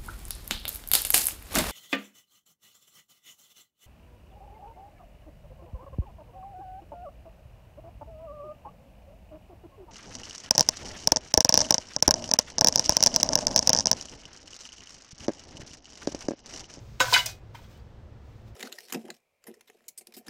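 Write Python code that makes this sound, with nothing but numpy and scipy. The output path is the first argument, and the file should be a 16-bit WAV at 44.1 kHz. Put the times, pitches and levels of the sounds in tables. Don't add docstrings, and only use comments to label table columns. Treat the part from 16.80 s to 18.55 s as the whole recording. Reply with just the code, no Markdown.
import sys
import numpy as np
from scipy import signal
from scipy.fft import rfft, irfft
from scipy.io import wavfile
from scipy.ndimage import uniform_filter1d

SR = 44100
rng = np.random.default_rng(int(sys.argv[2]) if len(sys.argv) > 2 else 0)


def dump_mix(stems):
    frames = np.atleast_2d(stems).T
    limited = np.clip(frames, -1, 1)
    pcm = np.round(limited * 32767).astype(np.int16)
    wavfile.write(sys.argv[1], SR, pcm)


def natural_amplitude(level_db):
    exponent = np.asarray(level_db, float) / 20
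    return 10 ** exponent


N = 77175

# freq_hz, density_db
AIR_COLOUR = [(20, -13), (55, -2.5), (130, -7.5), (200, -18.5), (550, -21), (1000, -29.5), (4000, -43),
              (16000, -61)]
# pitch_hz, width_hz, level_db
HUMS = [(74.8, 16, -56), (110, 18, -53), (212.3, 8, -65.5)]
# time_s, gain_db
HUM_SWELL = [(0, 12.5), (.1, -0.5), (.3, 9), (.5, 3.5), (.6, 1.5), (1.2, -7.5), (1.6, -1), (1.75, 5)]
# freq_hz, t60_s
ROOM_DECAY = [(300, 0.25), (1000, 0.1), (3000, 0.25), (8000, 0.12), (15000, .2)]
# time_s, level_db
RUSTLE_LEVEL = [(0, -65.5), (.18, -64), (.3, -71.5), (.6, -84), (.735, -74), (.75, -53.5), (.81, -62.5),
                (.84, -59), (.88, -65.5), (.915, -59), (.98, -66.5), (1.02, -74), (1.3, -100), (1.47, -70),
                (1.58, -71.5), (1.655, -73), (1.68, -63), (1.74, -79.5)]
# freq_hz, density_db
RUSTLE_COLOUR = [(500, -19), (1200, -8.5), (2500, -8.5), (5500, -11), (8000, -15.5), (11000, -18),
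                 (16000, -12.5)]
# centre_hz, width_hz, level_db
SLIDE_BANDS = [(2390, 230, -79), (4900, 980, -73), (6420, 920, -73)]
# time_s, level_db
SCRAPE_LEVEL = [(.197, -56), (.21, -41), (.25, -50.5), (.3, -47), (.335, -40), (.39, -43), (.45, -56.5),
                (.5, -53), (.6, -86.5)]
# freq_hz, density_db
SCRAPE_COLOUR = [(200, -26.5), (600, -2.5), (1500, -10.5), (4200, -1), (7000, -4), (10000, -6.5),
                 (14000, -7.5), (16000, -6)]
# start_s, level_db, contact_hz
HANDLE_TAPS = [
    (.746, -45, 960),
    (.748, -48, 2200),
    (.752, -47, 3300),
    (.79, -55, 930),
    (.84, -56, 3400),
    (.944, -68, 2950),
    (.995, -58, 3950),
]
# pitch_hz, level_db, t60_s
HANDLE_MODES = [(937, 4.5, 0.054), (1657, 8, 0.05), (2096, -1, 0.059), (2390, -1, 0.064), (3120, -5, 0.077),
                (3283, -3.5, 0.061), (4000, -16, 0.062), (4730, -2, 0.051)]
# start_s, level_db, contact_hz
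DEEP_BLOWS = [(.204, -25, 270), (0.25, -30.5, 520), (.203, -23.5, 7100), (.243, -36.5, 5800),
              (.34, -36, 810), (.338, -32, 4000), (.3311, -5.5, 4400), (.364, -29.5, 6100),
              (.46, -23, 4790), (.462, -38, 690), (0.44, -47, 620)]
# pitch_hz, level_db, t60_s
RIM_MODES = [(288.3, -3, 0.046), (520, -8, 0.042), (633, -1.5, 0.12), (4370, 0.5, 0.0042),
             (4925, -9, 0.052), (5750, -3.5, 0.095), (6390, 1, .06), (6740, -4, 0.18), (7400, -3.5, .05),
             (7890, -4.5, 0.076)]
# start_s, stop_s, pitch_hz, last_pitch_hz
PANELS = [(.204, .243, 545, 510), (.2025, .216, 1003, 1000), (.203, .216, 2983, 2983),
          (.2035, .214, 1195, 1195), (.262, .279, 990, 990), (.3245, .334, 990, 985),
          (.325, .333, 500, 500), (.335, .35, 725, 720), (.339, .361, 2990, 2982), (.364, .384, 2965, 2965),
          (.388, .412, 2960, 2955), (.341, .46, 2064, 2062), (.342, .44, 2219, 2217),
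          (.358, .427, 987, 981), (.944, .972, 2985, 2985), (.336, .4, 3780, 3776), (.337, .36, 3962, 3956),
          (.345, .4, 3450, 3446), (.355, .385, 4688, 4688), (.34, .385, 4946, 4944),
          (.334, .348, 2483, 2480), (.4, .45, 1570, 1560)]
PANEL_DB = [-24.5, -19.5, -29, -28, -33, -17.5, -30, -28.5, -15, -30, -22, -19, -23, -26, -63, -31, -26.5,
            -31.5, -29, -34.5, -24, -38.5]
# start_s, level_db, centre_hz
SNAPS = [
    (0.2045, -24.5, 13000),
    (.3388, -37, 13500),
    (.3405, -42, 7440),
    (.4597, -27.5, 10100),
    (0.462, -25, 14500),
    (.364, -30, 4780),
    (0.751, -70, 13000),
]
# start_s, pot_level_db, sheet_level_db, crack_level_db, contact_hz
CONTACTS = [(0.197, -45.5, -64, -39.5, 4000), (.2025, -15.5, -61, -17, 2660), (.2045, -24, -32.5, -26, 903),
            (.209, -18.5, -41.5, -28.5, 1310), (0.215, -28, -62.5, -26.5, 2300),
            (0.225, -40, -53.5, -40.5, 3500), (0.242, -27.5, -39, -47.5, 1070),
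            (.256, -35, -50.5, -33, 3000), (.266, -41, -35, -45.5, 795), (.281, -29.5, -38, -38, 930),
            (.325, -23.5, -21, -28.5, 760), (.3317, -32, -43, -18.5, 4000), (.339, -14, -26, -14.5, 4000),
            (.343, -18.5, -18.5, -33, 2460), (.361, -18, -21, -22.5, 1600), (.378, -53, -24, -24, 4530),
            (.388, -48.5, -29, -43, 2940), (.4597, -52, -54, -23.5, 7000), (.463, -53, -58, -29.5, 5300),
            (0.488, -51.5, -48, -59, 1510), (0.749, -54.5, -70, -47, 2000), (.785, -63, -74, -55, 2000),
            (.84, -57, -79, -68, 3000), (.975, -73, -72.5, -55.5, 921)]
# pitch_hz, level_db, t60_s
POT_MODES = [(710, -23, 0.029), (992, 0.5, 0.052), (1206, -10.5, .04), (1503, 4, 0.055), (1590, -8, 0.04),
             (2395, -9.5, 0.056), (2640, -13, 0.053), (3856, -4.5, .05), (3940, -10.5, .04),
             (6680, -8.5, 0.031), (7537, -3.5, .04)]
# pitch_hz, level_db, t60_s
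SHEET_MODES = [(956, -17.5, .3), (2040, -20.5, 0.42), (2144, -15, 0.22), (2890, -20.5, .2),
               (1375, -11, 0.098), (1485, -11.5, .14), (1686, -10.5, 0.15), (2481, -6.5, 0.065),
               (2697, -12.5, .08), (3460, -14.5, .1), (3786, -9.5, .1), (3900, -8, .06), (4900, -14, .06),
               (5750, -17, .06)]
# freq_hz, gain_db
MIC_RESPONSE = [(100, 0.5), (6000, 1), (8500, -2.5), (10500, -8.5), (12500, -6.5), (14500, -3.5),
                (15700, -7)]


def evened(x):
    return x / np.sqrt(np.mean(x ** 2) + 1e-20)


def read_spectrum(points, hz):
    f, value = np.transpose(points)
    return np.interp(np.log(hz + 1), np.log(f + 1), value)


def gain_curve(points):
    s, db = np.transpose(points)
    return natural_amplitude(np.interp(np.arange(N) / SR, s, db, left=-120, right=-120))


def colour(x, points):
    hz = np.fft.rfftfreq(len(x), 1 / SR)
    return irfft(rfft(x) * natural_amplitude(read_spectrum(points, hz)), len(x))


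def bump(hz, centre_hz, octaves):
    return np.exp(-.5 * (np.log2((hz + 1) / centre_hz) / octaves) ** 2)


def resonate(x, hz, width_hz):
    turn = np.exp(2j * np.pi * hz * np.arange(len(x)) / SR)
    r = np.exp(-np.pi * width_hz / SR)
    return 2 * (turn * signal.lfilter([1 - r], [1, -r], x / turn)).real


def ring(x, hz, t60_s):
    width_hz = np.log(1000) / np.pi / t60_s
    return resonate(x, hz, width_hz) / (2 - 2 * np.exp(-np.pi * width_hz / SR))


def air():
    noise = natural_amplitude(-50) * evened(colour(rng.standard_normal(N), AIR_COLOUR))
    hums = []
    for hz, width_hz, db in HUMS:
        once = resonate(rng.standard_normal(N), hz, width_hz)
        hums.append(natural_amplitude(db) * evened(resonate(once, hz, width_hz)))
    hiss_hz = 11860
    hiss = natural_amplitude(-85.5) * evened(colour(rng.standard_normal(N), [(hiss_hz / 2, -20), (hiss_hz, 0)]))
    return noise + hums[0] + gain_curve(HUM_SWELL) * hums[1] + hums[2] + hiss


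def room(x):
    gap_s = 0.0014
    taps = np.zeros(SR // 2)
    at = np.arange(0, len(taps) - 10, 10)
    taps[at + rng.integers(0, 10, len(at))] = rng.choice([-1., 1.], len(at))
    hz, t, z = signal.stft(taps, SR, nperseg=256)
    decay = natural_amplitude(-60 * t / read_spectrum(ROOM_DECAY, hz)[:, None])
    tail = signal.istft(z * decay, SR, nperseg=256)[1]
    tail = tail * np.clip(np.arange(len(tail)) / SR / gap_s, 0, 1)
    return signal.fftconvolve(x, tail / np.linalg.norm(tail))[:N]


def grit():
    slips_per_s, spread_db = 5000, 3
    size = natural_amplitude(spread_db * np.minimum(rng.exponential(1, N), 4)) * rng.choice([-1., 1.], N)
    return evened(size * (rng.random(N) < slips_per_s / SR) + 0.9 * rng.standard_normal(N))


def rustle():
    return gain_curve(RUSTLE_LEVEL) * evened(colour(grit(), RUSTLE_COLOUR))


def slide():
    end_s, fade_s = .2, 0.012
    bands = np.zeros(N)
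    for hz, width_hz, db in SLIDE_BANDS:
        bands += natural_amplitude(db) * evened(resonate(rng.standard_normal(N), hz, width_hz))
    return bands * np.clip((end_s - np.arange(N) / SR) / fade_s, 0, 1)


def scrape(slips):
    return natural_amplitude(11.5) * gain_curve(SCRAPE_LEVEL) * evened(colour(slips, SCRAPE_COLOUR))


def ringing_body(modes, blows, octaves, chatter, feed):
    rattle_s, chatter_s, same_side_hz = 0.00067, .004, 2800
    out, t = np.zeros(N), np.arange(600) / SR
    push = t / rattle_s * np.exp(-t / rattle_s)
    push = push / push.sum()
    span = round(chatter_s * SR)
    side = rng.choice([-1., 1.], (len(blows), len(modes)))
    for k, (hz, db, t60_s) in enumerate(modes):
        drive = feed.copy()
        for (s, blow_db, centre_hz), sign in zip(blows, side[:, k]):
            at = round(s * SR)
            height = 2 * natural_amplitude(blow_db) * bump(hz, centre_hz, octaves)
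            if hz < same_side_hz:
                height = height * sign
            drive[at:at + 600] += height * push * np.sin(2 * np.pi * hz * t)
        smooth = uniform_filter1d(rng.standard_normal(N), span)
        waver = evened(uniform_filter1d(smooth, span))
        out += natural_amplitude(db) * ring(drive, hz, t60_s) * (1 + chatter * waver)
    return out


def handle():
    return ringing_body(HANDLE_MODES, HANDLE_TAPS, .2, 0.58, np.zeros(N))


def rim():
    return ringing_body(RIM_MODES, DEEP_BLOWS, .17, 0.18, np.zeros(N))


def panels():
    rise_s, mute_s, t60_s = .002, .003, .25
    out, t = np.zeros(N), np.arange(N) / SR
    for (start, stop, hz, last_hz), db in zip(PANELS, PANEL_DB):
        u = np.maximum(t - start, 0)
        pitch_hz = hz + (last_hz - hz) * np.minimum(u / (stop - start), 1)
        swell = (1 - np.exp(-u / rise_s)) * natural_amplitude(db - 60 * u / t60_s)
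        mute = np.exp(-np.maximum(t - stop, 0) / mute_s)
        out += swell * mute * np.sin(2 * np.pi * np.cumsum(pitch_hz) / SR)
    return out


def snaps():
    octaves, t60_s = .35, .03
    out, t, hz = np.zeros(N), np.arange(4096) / SR, np.fft.rfftfreq(4096, 1 / SR)
    for s, db, centre_hz in SNAPS:
        at = round(s * SR)
        noise = rng.standard_normal(4096)
        burst = evened(irfft(rfft(noise) * bump(hz, centre_hz, octaves)))
        out[at:at + 4096] += natural_amplitude(db - 60 * t / t60_s) * burst
    return out


def cracks():
    rise_s, burst_t60_s, tick_t60_s, tick_db = 0.00024, 0.052, 0.0022, 9.5
    burst_oct, burst_skirt_db = 0.25, -12
    low_hz, top_hz, spread_db = 599.8, 15730, 2
    jingle_db, jingle_t60_s, jingle_oct, jingle_skirt_db = -1, 0.14, 0.92, -8
    out, t, hz = np.zeros(N), np.arange(8192) / SR, np.fft.rfftfreq(8192, 1 / SR)
    rise = np.minimum(t / rise_s, 1)
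    fall = natural_amplitude(-60 * t / burst_t60_s) + natural_amplitude(tick_db - 60 * t / tick_t60_s)
    spots = rng.random((220, 2))
    fine_hz = low_hz + (top_hz - low_hz) * spots[:, 0] ** 1.4
    fine_t60_s = jingle_t60_s * (.5 + spots[:, 1]) * (3000 / fine_hz) ** 0.43
    turn, dying = 2 * np.pi * fine_hz[:, None] * t, natural_amplitude(-60 * t / fine_t60_s[:, None])
    sines, cosines = dying * np.sin(turn), dying * np.cos(turn)
    for s, _, _, db, centre_hz in CONTACTS:
        noise = rng.standard_normal(8192)
        a, b, c = rng.standard_normal((3, 220))
        shape = bump(hz, centre_hz, burst_oct) + natural_amplitude(burst_skirt_db) * (hz > 250)
        burst = evened(irfft(rfft(noise) * shape))
        weight = bump(fine_hz, centre_hz, jingle_oct) + natural_amplitude(jingle_skirt_db)
        weight = weight * natural_amplitude(spread_db * np.clip(c, -3, 1.2))
        jingle = (weight * a @ sines + weight * b @ cosines) / np.linalg.norm(weight)
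        at = round(s * SR)
        out[at:at + 8192] += natural_amplitude(db - 6) * rise * (fall * burst + natural_amplitude(jingle_db) * jingle)
    return out


def sheets(feed):
    settle_s, free_again_s, settle_db_per_s = 0.4496, .7, 76
    t = np.arange(N) / SR
    settle = natural_amplitude(-settle_db_per_s * np.maximum(t - settle_s, 0) * (t < free_again_s))
    blows = np.array(CONTACTS)[:, [0, 2, 4]]
    return settle * ringing_body(SHEET_MODES, blows, 0.73, 0.58, feed)


def pot(feed):
    blows = np.array(CONTACTS)[:, [0, 1, 4]]
    return ringing_body(POT_MODES, blows, 0.73, 0.18, feed)


def scene():
    slips = grit()
    feed = natural_amplitude(-34.5) * gain_curve(SCRAPE_LEVEL) * slips
    quiet = air() + rustle() + slide() + scrape(slips)
    metal = handle() + rim() + panels() + snaps() + cracks() + sheets(feed) + pot(feed)
    return (metal + natural_amplitude(-13) * room(metal) + quiet)[None]


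def top_cut(x):
    return signal.sosfilt(signal.butter(12, 16990, fs=SR, output="sos"), x)


def record(dry):
    edge = signal.firwin(801, 15830, window=("kaiser", 5), fs=SR)
    mix = signal.oaconvolve(colour(dry[0], MIC_RESPONSE), edge, "same")[None]
    return top_cut(mix)


dry = scene()
out = record(dry)
dump_mix(out)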